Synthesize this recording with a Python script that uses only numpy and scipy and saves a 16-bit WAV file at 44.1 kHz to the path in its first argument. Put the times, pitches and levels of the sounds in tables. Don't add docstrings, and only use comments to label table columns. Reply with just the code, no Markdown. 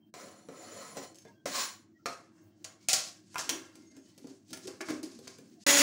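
import sys
import numpy as np
from scipy import signal
from scipy.fft import rfft, irfft
from scipy.io import wavfile

SR = 44100
rng = np.random.default_rng(int(sys.argv[2]) if len(sys.argv) > 2 else 0)


def wrap_up_sound(samples):
    columns = np.atleast_2d(samples).T
    tamed = np.clip(columns, -1, 1)
    steps = np.round(tamed * 32767).astype(np.int16)
    wavfile.write(sys.argv[1], SR, steps)


N = 256662
T = np.arange(N) / SR
STEP = 16
GAP_START_S, MOTOR_START_S = 5.638, 5.664


def amp(db):
    return 10 ** (np.asarray(db) / 20)


def rms_one(x):
    return x / np.sqrt(np.mean(x ** 2) + 1e-20)


def at_hz(points, hz):
    f, value = np.array(points).T[:2]
    return np.interp(np.log(hz + 1), np.log(f), value)


def coloured(x, spectrum):
    hz = np.fft.rfftfreq(N, 1 / SR)
    return rms_one(irfft(rfft(x) * amp(at_hz(spectrum, hz)), N))


def grit(per_s, spread_db):
    size_db = spread_db * np.minimum(rng.exponential(1, N), 4)
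    sizes = amp(size_db) * rng.choice([-1, 1], N)
    return sizes * (rng.random(N) < per_s / SR)


def drift(rate):
    r = np.exp(-2 * np.pi * rate / SR)
    slow = signal.lfilter([1], [1, -2 * r, r * r], rng.standard_normal(N + SR))
    return rms_one(slow[SR:])


def resonances(x, peaks, waver_db=0., rate=9.3):
    out = 0
    for k, (hz, width, db) in enumerate(peaks):
        r = np.exp(-np.pi * width / SR)
        poles = [1, -2 * r * np.cos(2 * np.pi * hz / SR), r * r]
        mode = rms_one(signal.lfilter([1, 0, -1], poles, x))
        out = out + (-1) ** k * amp(db + waver_db * drift(rate)) * mode
    return rms_one(out)


def narrow(hz, width_hz, size=N):
    r = np.exp(-np.pi * width_hz / SR)
    slow = signal.lfilter([1], [1, -2 * r, r * r], rng.standard_normal((2, size + 2000)))[:, 2000:]
    phase = 2 * np.pi * np.cumsum(hz * np.ones(size)) / SR
    return rms_one(slow[0] * np.cos(phase) + slow[1] * np.sin(phase))


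def patchy(x, patchy_db, rate):
    edges = 350 * 2 ** np.arange(0, 6, .5)
    out = 0
    for k, (low, high) in enumerate(zip(edges, edges[1:])):
        band = signal.sosfilt(signal.butter(2, [low, high], "band", fs=SR, output="sos"), x)
        out = out + (-1) ** k * band * amp(patchy_db * drift(rate))
    return rms_one(out)


def swells(s, db, rise_s, fall_s):
    late = T[::STEP] - s[:, None]
    drop = np.maximum(-late / rise_s[:, None], late / fall_s[:, None])
    return amp(db[:, None] - 20 * np.minimum(drop, 8))


def fine(coarse):
    return np.interp(T, T[::STEP], coarse)


# [t/s, relative hiss level/dB]
DRAG_PRESSURE = [
    [(0.139, -52), (0.237, -51.5), (0.345, -62), (0.473, -72), (0.483, -68)],
    [(0.489, -60), (0.509, -64), (0.571, -56.5), (0.819, -49.5), (0.947, -55.5), (0.966, -49)],
    [(0.972, -40), (1.002, -51), (1.038, -48.5), (1.13, -70)],
    [(1.459, -35.5), (1.497, -42), (1.563, -29.5), (1.6, -29), (1.643, -32.5), (1.72, -49), (1.84, -75)],
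]
# [board drone relative level/dB, extra drone level on landing/dB,
# steel ring relative level/dB]
STROKE_COLOURS = [(9, -8, -1), (8, 7, 1), (5, 0.1, 0.1), (-13, 24, -3)]
# [f/Hz, relative level/dB, t60/s]
BOARD_MODES = [(220, -4.5, 0.2), (283, -3.5, 0.17), (441, -3, 0.18), (552, -2, 0.077), (733, -1, 0.45),
               (1041, -5.5, 0.11), (1309, -3.5, 0.037), (1976, -14.5, 0.091), (4080, 2, 0.021),
               (5800, 6, 0.017)]
# [f/Hz, width/Hz, relative level/dB]
SKIMMER_MODES = [(3010, 49, -14), (3460, 40, -13), (4190, 120, -6), (4450, 120, -6), (5800, 90, -9),
                 (6370, 90, -8), (7076, 20, 0), (8100, 25, -10), (8610, 41, -14), (10100, 22, -1),
                 (11100, 60, -12), (12500, 30, -13), (12800, 35, -14), (13300, 40, -13)]
# [f/Hz, relative level/dB]
DRAG_HISS_SPECTRUM = [(300, -50), (900, -2), (2000, -0.5), (3000, -4), (4500, 0.5), (6500, -1.5),
                      (9600, -7), (11500, -14), (12900, -10), (14000, -11), (15600, -4.5)]
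# [f/Hz, relative level/dB]
DULL_SPECTRUM = [(350, -22.5), (500, 4), (1000, 2.5), (2200, -2), (3000, -25.5)]


def drags():
    points = np.concatenate(DRAG_PRESSURE)
    touching = sum((T >= stroke[0][0]) & (T <= stroke[-1][0]) for stroke in DRAG_PRESSURE) > 0
    gain = touching * amp(np.interp(T, points[:, 0], points[:, 1]))

    starts = np.array([stroke[0][0] for stroke in DRAG_PRESSURE])
    which = np.clip(np.searchsorted(starts, T) - 1, 0, None)
    since = np.maximum(T - starts[which], 0)
    drone_db, landing_db, ring_db = np.array(STROKE_COLOURS)[which].T
    drone_db = drone_db + landing_db * np.exp(-since / .05)
    ring_db = ring_db - 14 * np.exp(-since / .035)

    rub = grit(12000, spread_db=2.5)
    middle_modes = [(hz, 35, db) for hz, db, t60 in BOARD_MODES if 500 < hz < 2500]
    low_modes = [(hz, 60, db) for hz, db, t60 in BOARD_MODES if hz < 500]
    drone = amp(-5.0) * resonances(rub, middle_modes, waver_db=2.5)
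    drone += amp(-15) * coloured(rub, DULL_SPECTRUM)
    drone += amp(-9) * resonances(rub, low_modes, waver_db=2.5)
    hiss = coloured(rub * amp(1.3 * drift(26)), DRAG_HISS_SPECTRUM)

    ring_gain = amp(-52 + ring_db) * (gain / amp(-52)) ** .7
    ring = ring_gain * resonances(rub, SKIMMER_MODES, waver_db=2.4, rate=7.1)
    tone_gain = amp(-35) * (gain / amp(-29)) ** 2.4
    tone = tone_gain * narrow(1095, width_hz=136)
    return amp(-3.5) * (gain * (hiss + amp(drone_db) * drone) + ring + tone)


# [multiple of shaft speed, level/dB relative to a sine of rms 1]
SHAFT_ORDERS = [(1, -33), (2, -33), (3, -46), (6, -45), (12, -40.5), (24, -36), (36, -37.5)]
# [f/Hz, relative level/dB]
CHURN_SPECTRUM = [(15, -60), (25, -34), (87, -40), (242, -18), (285, -10.5), (373, -18), (531, -15),
                  (575, -18), (695, -19), (1700, -13.5), (1940, -11), (3080, -14.5), (6920, -14.5),
                  (7920, -17.5), (16000, -19)]
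# [f/Hz, width/Hz, relative level/dB]
HOUSING_MODES = [(1935, 30, -4), (2787, 14, -7), (3327, 16, -9), (4133, 14, -8), (5767, 25, -6),
                 (6550, 22, -3), (6900, 300, 5), (7060, 30, -6), (10270, 100, -6)]


def motor():
    shaft_hz = 284.2 * (1 + 0.00287 * drift(17.1))
    turns = np.cumsum(shaft_hz) / SR
    tones = 0
    for order, db in SHAFT_ORDERS:
        wave = np.sin(2 * np.pi * (order * turns + rng.random()))
        tones = tones + np.sqrt(2) * amp(db + 1.8 * drift(37)) * wave
    tones += amp(-38.5) * narrow(2006, width_hz=16)
    throb = 1 + 0.25 * np.cos(2 * np.pi * turns)
    chop = grit(16000, spread_db=0.0) * throb * amp(1.86 * drift(45))
    housing = resonances(grit(9000, spread_db=1.5) * throb, HOUSING_MODES)
    churn = coloured(chop, CHURN_SPECTRUM) + amp(-8.5) * housing
    return tones + amp(-21.5) * churn


def blows(events, modes, ring_db, crack_db, crack_s=0.002):
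    s, treble_db, middle_db, bass_db = np.transpose(events)
    at, out = (s * SR).astype(int), np.zeros(N)
    by_range = {(150, 600): treble_db + bass_db, (600, 2500): treble_db + middle_db, (2500, 15000): treble_db}
    for (low, high), db in by_range.items():
        clicks = np.full(N, 1e-18)
        clicks[at] = amp(db)
        fall = np.exp(-1 / (crack_s * SR * np.sqrt(2500 / low)))
        burst = signal.lfilter([1], [1, -fall], clicks) * rng.choice([-1, 1], N)
        band = signal.butter(3, [low, high], "band", fs=SR, output="sos")
        bandwidth_gain = np.sqrt(SR / 2 / (high - low))
        out += amp(crack_db) * bandwidth_gain * signal.sosfilt(band, burst)
        for hz, mode_db, t60 in modes:
            if low <= hz < high:
                r, w = amp(-60 / (t60 * SR)), 2 * np.pi * hz / SR
                uneven_db = rng.normal(0, 2, len(at))
                clicks[at] = amp(db + mode_db + ring_db + uneven_db)
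                out += signal.lfilter([0, np.sin(w)], [1, -2 * r * np.cos(w), r * r], clicks)
    return out


# [f/Hz, relative level/dB, t60/s]
BOARD_BLOWS = [(0.1402, -45, -0.5, -0.5), (0.4866, -49, -1, 10), (0.9694, -37.5, -17, 3),
               (1.251, -58.5, 6.5, 12.5), (1.4569, -34, -1.5, -0.5)]
RIM_BLOWS = [(2.0582, -27.5, 4, -2.5)]
RIM_MODES = [(524, -3, 0.17), (543, -3, 0.13), (688, -2, 0.19), (1110, -10, 0.042), (1214, 3, 0.069),
             (1265, 3, 0.054), (1340, -4, 0.054), (1750, -8, 0.085), (2930, -24, .02), (4220, 7.5, 0.016),
             (5540, 5, 0.026)]
COUNTER_BLOWS = [(2.644, -31.5, -33.5, -18), (2.886, -12, -49, -46.5), (2.8873, -17.5, -18, -38),
                 (2.9316, -9, -25, -43), (2.9389, -14.5, -28, -41)]
COUNTER_MODES = [(330, 0, .1), (650, -13, .12), (715, 1.5, 0.18), (757.5, 6, 0.19), (1370, -2, .05),
                 (2980, -18, .006), (4830, -14.5, .005), (6830, 1.5, 0.011), (9000, 2.5, 0.006)]
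FOOD_DROPS = [(1.1456, -47.5, -42, -40), (1.1563, -43, -40, -42), (1.1856, -42, -38, -40),
              (1.2207, -49, -18, -47), (1.2844, -58, -40, -42)]
JAR_WALL_MODES = [(4530, -7, .012), (5350, 0.5, 0.015), (6400, 4, .012), (7640, -2, .012),
                  (8900, -11, .012)]
PICKUP_BLOWS = [(3.3443, -38, -5, -12), (3.3572, -33.5, 8, -22.5), (3.3823, -24.5, -15.5, -17),
                (3.493, -13.5, -24, -20.5)]
LOOSE_LID_MODES = [(315, -2, 0.14), (980, -7, 0.029), (1030, 2, 0.044), (1150, -10, 0.058),
                   (1406, -1.5, 0.14), (2090, -14.5, 0.045), (3140, -2, 0.011), (5740, 0.5, 0.012),
                   (7100, -14.5, 0.0091)]
LID_BLOWS = [(3.7549, -43, -11, -9.5), (3.966, -45.5, -10.5, -7), (4.1783, -43, -19, -6.5),
             (4.2427, -56, -5, 11), (4.271, -45.5, -8.5, -6.5), (4.4805, -54, -24, -21),
             (4.5062, -41.5, -28.5, -6.5), (4.5307, -28.5, -7.5, -16), (4.5729, -35, -12, -22),
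             (4.6725, -34, -18, -5.5), (4.8064, -42, 10.5, -13), (4.8857, -35, 4, -5),
             (4.9046, -35.5, -0.5, 1.5), (5.03, -32.5, -12, -12.5), (5.1898, -42.5, -18, -2.5),
             (5.2728, -40, -4.5, -8), (5.3848, -45.5, -8, -2.5)]
LID_MODES = [(255, 3.5, 0.14), (284.3, -6.5, 0.069), (390, 0.5, 0.22), (630, -2.5, 0.071),
             (1048, -12, 0.063), (1410, -14, 0.26), (1637, -15, 0.072), (2110, -19, 0.031),
             (3610, -13, 0.011), (4790, -4.5, 0.021), (6100, -10, 0.06)]


def knocks():
    out = blows(BOARD_BLOWS, BOARD_MODES, ring_db=-10, crack_db=-2.5)
    out += blows(RIM_BLOWS, RIM_MODES, ring_db=-14, crack_db=-8.5)
    out += blows(COUNTER_BLOWS, COUNTER_MODES, ring_db=-9, crack_db=-5.5, crack_s=.0012)
    out += blows(FOOD_DROPS, JAR_WALL_MODES, ring_db=-11, crack_db=-11.5, crack_s=.004)
    out += blows(PICKUP_BLOWS, LOOSE_LID_MODES, ring_db=-10, crack_db=-6.5, crack_s=0.0017)
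    out += blows(LID_BLOWS, LID_MODES, ring_db=-10, crack_db=-7.5, crack_s=0.0032)
    return out


# [t/s, relative level/dB, first snap above it/dB,
# time to fall 20 dB/s, duller part relative level/dB]
SETTLING = [(1.15, -63, 3, .18, -8), (2.063, -44, 13, .14, 5), (2.648, -52, 20, .12, 7),
            (2.891, -25, 1.5, .15, -13), (2.935, -25, 1.5, .135, -6), (3.498, -44, 19, .18, 8),
            (4.184, -70, 22, .1, 5), (4.535, -45, 5, .045, -7), (4.678, -50, 11, .15, 4),
            (4.811, -41, 3, .035, 8), (5.034, -49, 3, .3, -5), (5.278, -53.5, 14, .33, -3)]
# [t of peak/s, relative level/dB, time to rise 20 dB/s,
# time to fall 20 dB/s, duller part relative level/dB]
SLIDING = [(1.284, -64, .08, .04, 4), (2.387, -74, .1, .3, 10), (2.63, -69, .1, .02, 1),
           (2.836, -59, .07, .2, -10), (3.34, -53, .09, .02, -10), (3.393, -29.5, .022, .045, -2),
           (3.44, -44.5, .06, .2, 1), (3.76, -62, .1, .4, -4), (3.92, -62, .04, .08, -8),
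           (3.978, -61, .1, .08, -1), (4.09, -59, .12, .14, -12), (4.304, -59, .17, .14, -5),
           (4.52, -52, .06, .02, -20), (4.655, -47.5, .065, .03, -10), (4.9, -41, .05, .1, 4),
           (5.266, -54, .15, .01, -5), (5.54, -64, .15, .1, -25), (5.635, -55, .07, .05, -20)]
# [f/Hz, relative level/dB]
RUSTLE_SPECTRUM = [(1180, -26.5), (2000, -8), (3520, -5.5), (3710, -6), (4450, -1), (6590, -2.5),
                   (9660, -9), (13600, -16), (14900, -14.5), (16000, -30)]
# [f/Hz, width/Hz, relative level/dB]
WARE_MODES = [(637, 32, -2), (906, 100, 0), (1096, 40, -1.5), (1377, 22, -1), (1640, 89, -0.5),
              (1900, 40, -2), (2127, 35, -7.5), (2290, 150, -9.5), (2720, 44, -2.5), (3070, 50, -6),
              (3280, 32, -10.5), (6300, 40, -17)]


def rustling():
    s, db, snap_db, fall_s, settle_dull_db = np.transpose(SETTLING)
    rise_s, snap_fall_s = np.full(len(s), .004), np.full(len(s), .009)
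    snaps = swells(s, db + snap_db, rise_s, snap_fall_s)
    *slides, slide_dull_db = np.transpose(SLIDING)
    rows = np.vstack([swells(s, db, rise_s, fall_s), swells(*slides)])
    dull_rows = amp(np.concatenate([settle_dull_db, slide_dull_db]))[:, None] * rows
    gain = fine(rows.max(axis=0) + snaps.sum(axis=0))
    dull_gain = fine(dull_rows.max(axis=0))

    rub = grit(13000, spread_db=0.5) * amp(2.1 * drift(25))
    slide = grit(6000, spread_db=1.0)
    bright = coloured(patchy(rub, patchy_db=0.95, rate=7.4), RUSTLE_SPECTRUM)
    hollow = amp(-6) * coloured(slide, DULL_SPECTRUM)
    hollow += amp(-7.5) * resonances(slide, WARE_MODES, waver_db=4.0, rate=2.7)
    return amp(-4.5) * (gain * bright + dull_gain * hollow)


# [t of peak/s,
# relative level/dB, time to rise 20 dB/s, time to fall 20 dB/s, f/Hz]
JAR_BOOMS = [(3.47, -46, .04, .15, 368), (3.56, -34, .12, .06, 315), (3.64, -56, .05, .25, 300),
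             (3.77, -48.5, .03, .23, 294), (3.98, -53, .15, .07, 272), (4.25, -42, .05, .13, 276),
             (4.54, -46, .07, .065, 313), (4.66, -39, .02, .15, 357), (4.812, -34, .01, .05, 355),
             (4.91, -28.5, .03, .09, 304), (5.04, -34, .022, .06, 312), (5.16, -50.5, .04, .2, 252),
             (5.39, -50, .055, .2, 249), (5.62, -59, .12, .02, 280)]
# [f/Hz, width/Hz, relative level/dB]
JAR_AIR_MODES = [(232, 83, -9), (261, 22, 4), (307, 39, 1), (365, 33, 0), (400, 38, -3)]


def jar_air():
    *shape, hz = np.transpose(JAR_BOOMS)
    booms = swells(*shape)
    gain = fine(booms.max(axis=0))
    air_hz = fine(hz[booms.argmax(axis=0)])
    steady = resonances(rng.standard_normal(N) * amp(8.7 * drift(46)), JAR_AIR_MODES)
    moving = narrow(air_hz, width_hz=55)
    return amp(-3) * gain * (amp(-0.5) * moving + amp(-4) * steady)


# [f/Hz, t60/s]
KITCHEN_T60 = [(100, 0.43), (1000, 0.42), (6000, 0.3), (15000, .25)]


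def kitchen(x):
    t, tail = T[:SR], 0
    for hz in 88 * 2. ** np.arange(8):
        band = signal.butter(2, [hz / np.sqrt(2), hz * np.sqrt(2)], "band", fs=SR, output="sos")
        decay = amp(-60 * t / at_hz(KITCHEN_T60, hz))
        tail = tail + signal.sosfilt(band, rng.standard_normal(SR)) * decay
    tail = tail * np.minimum(t / 0.0013, 1)
    return signal.fftconvolve(x, tail / np.sqrt(np.sum(tail ** 2)))[:N]


# [start t/s, stop t/s, f/Hz, level/dB]
QUIET_TONES = [(0, 0.115, 3150, -78), (1.251, 1.323, 1650, -66), (1.245, 1.313, 2110, -71),
               (1.25, 1.3, 3500, -71), (1.263, 1.341, 920, -65.5), (1.326, 1.455, 1570, -75),
               (1.344, 1.44, 3280, -80), (1.938, 1.993, 1910, -72), (1.986, 2.034, 1340, -71),
               (2.293, 2.517, 1600, -86), (2.38, 2.48, 6460, -84), (2.786, 2.88, 2260, -77),
               (3.736, 4.03, 2100, -74.5), (3.898, 4.122, 630, -72), (4.024, 4.153, 3040, -78),
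               (3.749, 4.12, 6530, -74), (4.114, 4.271, 2007, -80), (5.547, 5.628, 700, -69.5)]


def faint_tones():
    out = np.zeros(N)
    for start, stop, hz, db in QUIET_TONES:
        a, b = int(max(start, 0) * SR), int(stop * SR)
        out[a:b] += amp(db) * np.sqrt(np.hanning(b - a)) * narrow(hz, width_hz=47, size=b - a)
    return out


# [f/Hz, relative level/dB]
ROOM_SPECTRUM = [(15, -65), (25, -11), (48, -33), (97, 4), (194, 8), (253, -3), (312, 16.5), (454, -19),
                 (700, -7.5), (910, -61), (1540, -120)]
# [f/Hz, width/Hz, relative level/dB]
HUM_MODES = [(101, 5, -6), (206, 31, -1.5), (333, 22, -2.5)]
# [f/Hz, relative level/dB]
AIR_SPECTRUM = [(400, -9), (700, 2.5), (2000, -11), (3500, -10.5), (5500, -5.5), (8000, -8.5), (12000, -12),
                (15500, 1)]


def background():
    room = amp(-66.5) * coloured(rng.standard_normal(N), ROOM_SPECTRUM) * amp(0.5 * drift(18))
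    hum = amp(-63) * resonances(rng.standard_normal(N), HUM_MODES, waver_db=-2.5)
    hiss = coloured(patchy(rng.standard_normal(N), patchy_db=5.5, rate=5.2), AIR_SPECTRUM)
    hiss += amp(-4) * resonances(rng.standard_normal(N), WARE_MODES, waver_db=6.0, rate=5)
    return room + hum + amp(-79.5 + 3.6 * drift(2.3)) * hiss


def scene():
    impacts = knocks()
    rubs = drags() + rustling() + jar_air()
    reverberation = kitchen(amp(-2) * impacts + amp(-10) * rubs)
    before = impacts + rubs + reverberation + background() + faint_tones()
    dip = np.sin(np.pi * np.clip((T - 0.1) / (0.137 - 0.1), 0, 1))
    before = before * amp(-11 * dip)
    running = np.clip((T - MOTOR_START_S) / 0.0017, 0, 1) ** 2
    return (before * (T < GAP_START_S) + running * motor())[None]


# [f/Hz, relative level/dB]
MICROPHONE_RESPONSE = [(20, -24), (90, -2), (150, 0), (4000, 0), (6500, 2), (10000, -3), (12500, -9),
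                       (13800, -11), (15000, -2), (15700, 0)]


def record(dry):
    gain = amp(at_hz(MICROPHONE_RESPONSE, np.fft.rfftfreq(8192, 1 / SR)))
    cepstrum = irfft(np.log(gain))
    cepstrum[1:4096] *= 2
    response = irfft(np.exp(rfft(cepstrum[:4097], 8192)))
    heard = signal.fftconvolve(dry, response[None])[:, :N]
    heard = heard * ((T < GAP_START_S) | (T > MOTOR_START_S))
    top_cut = signal.ellip(10, 1, 60, 15750, fs=SR, output="sos")
    return signal.sosfilt(top_cut, heard)


dry = scene()
out = record(dry)
wrap_up_sound(out)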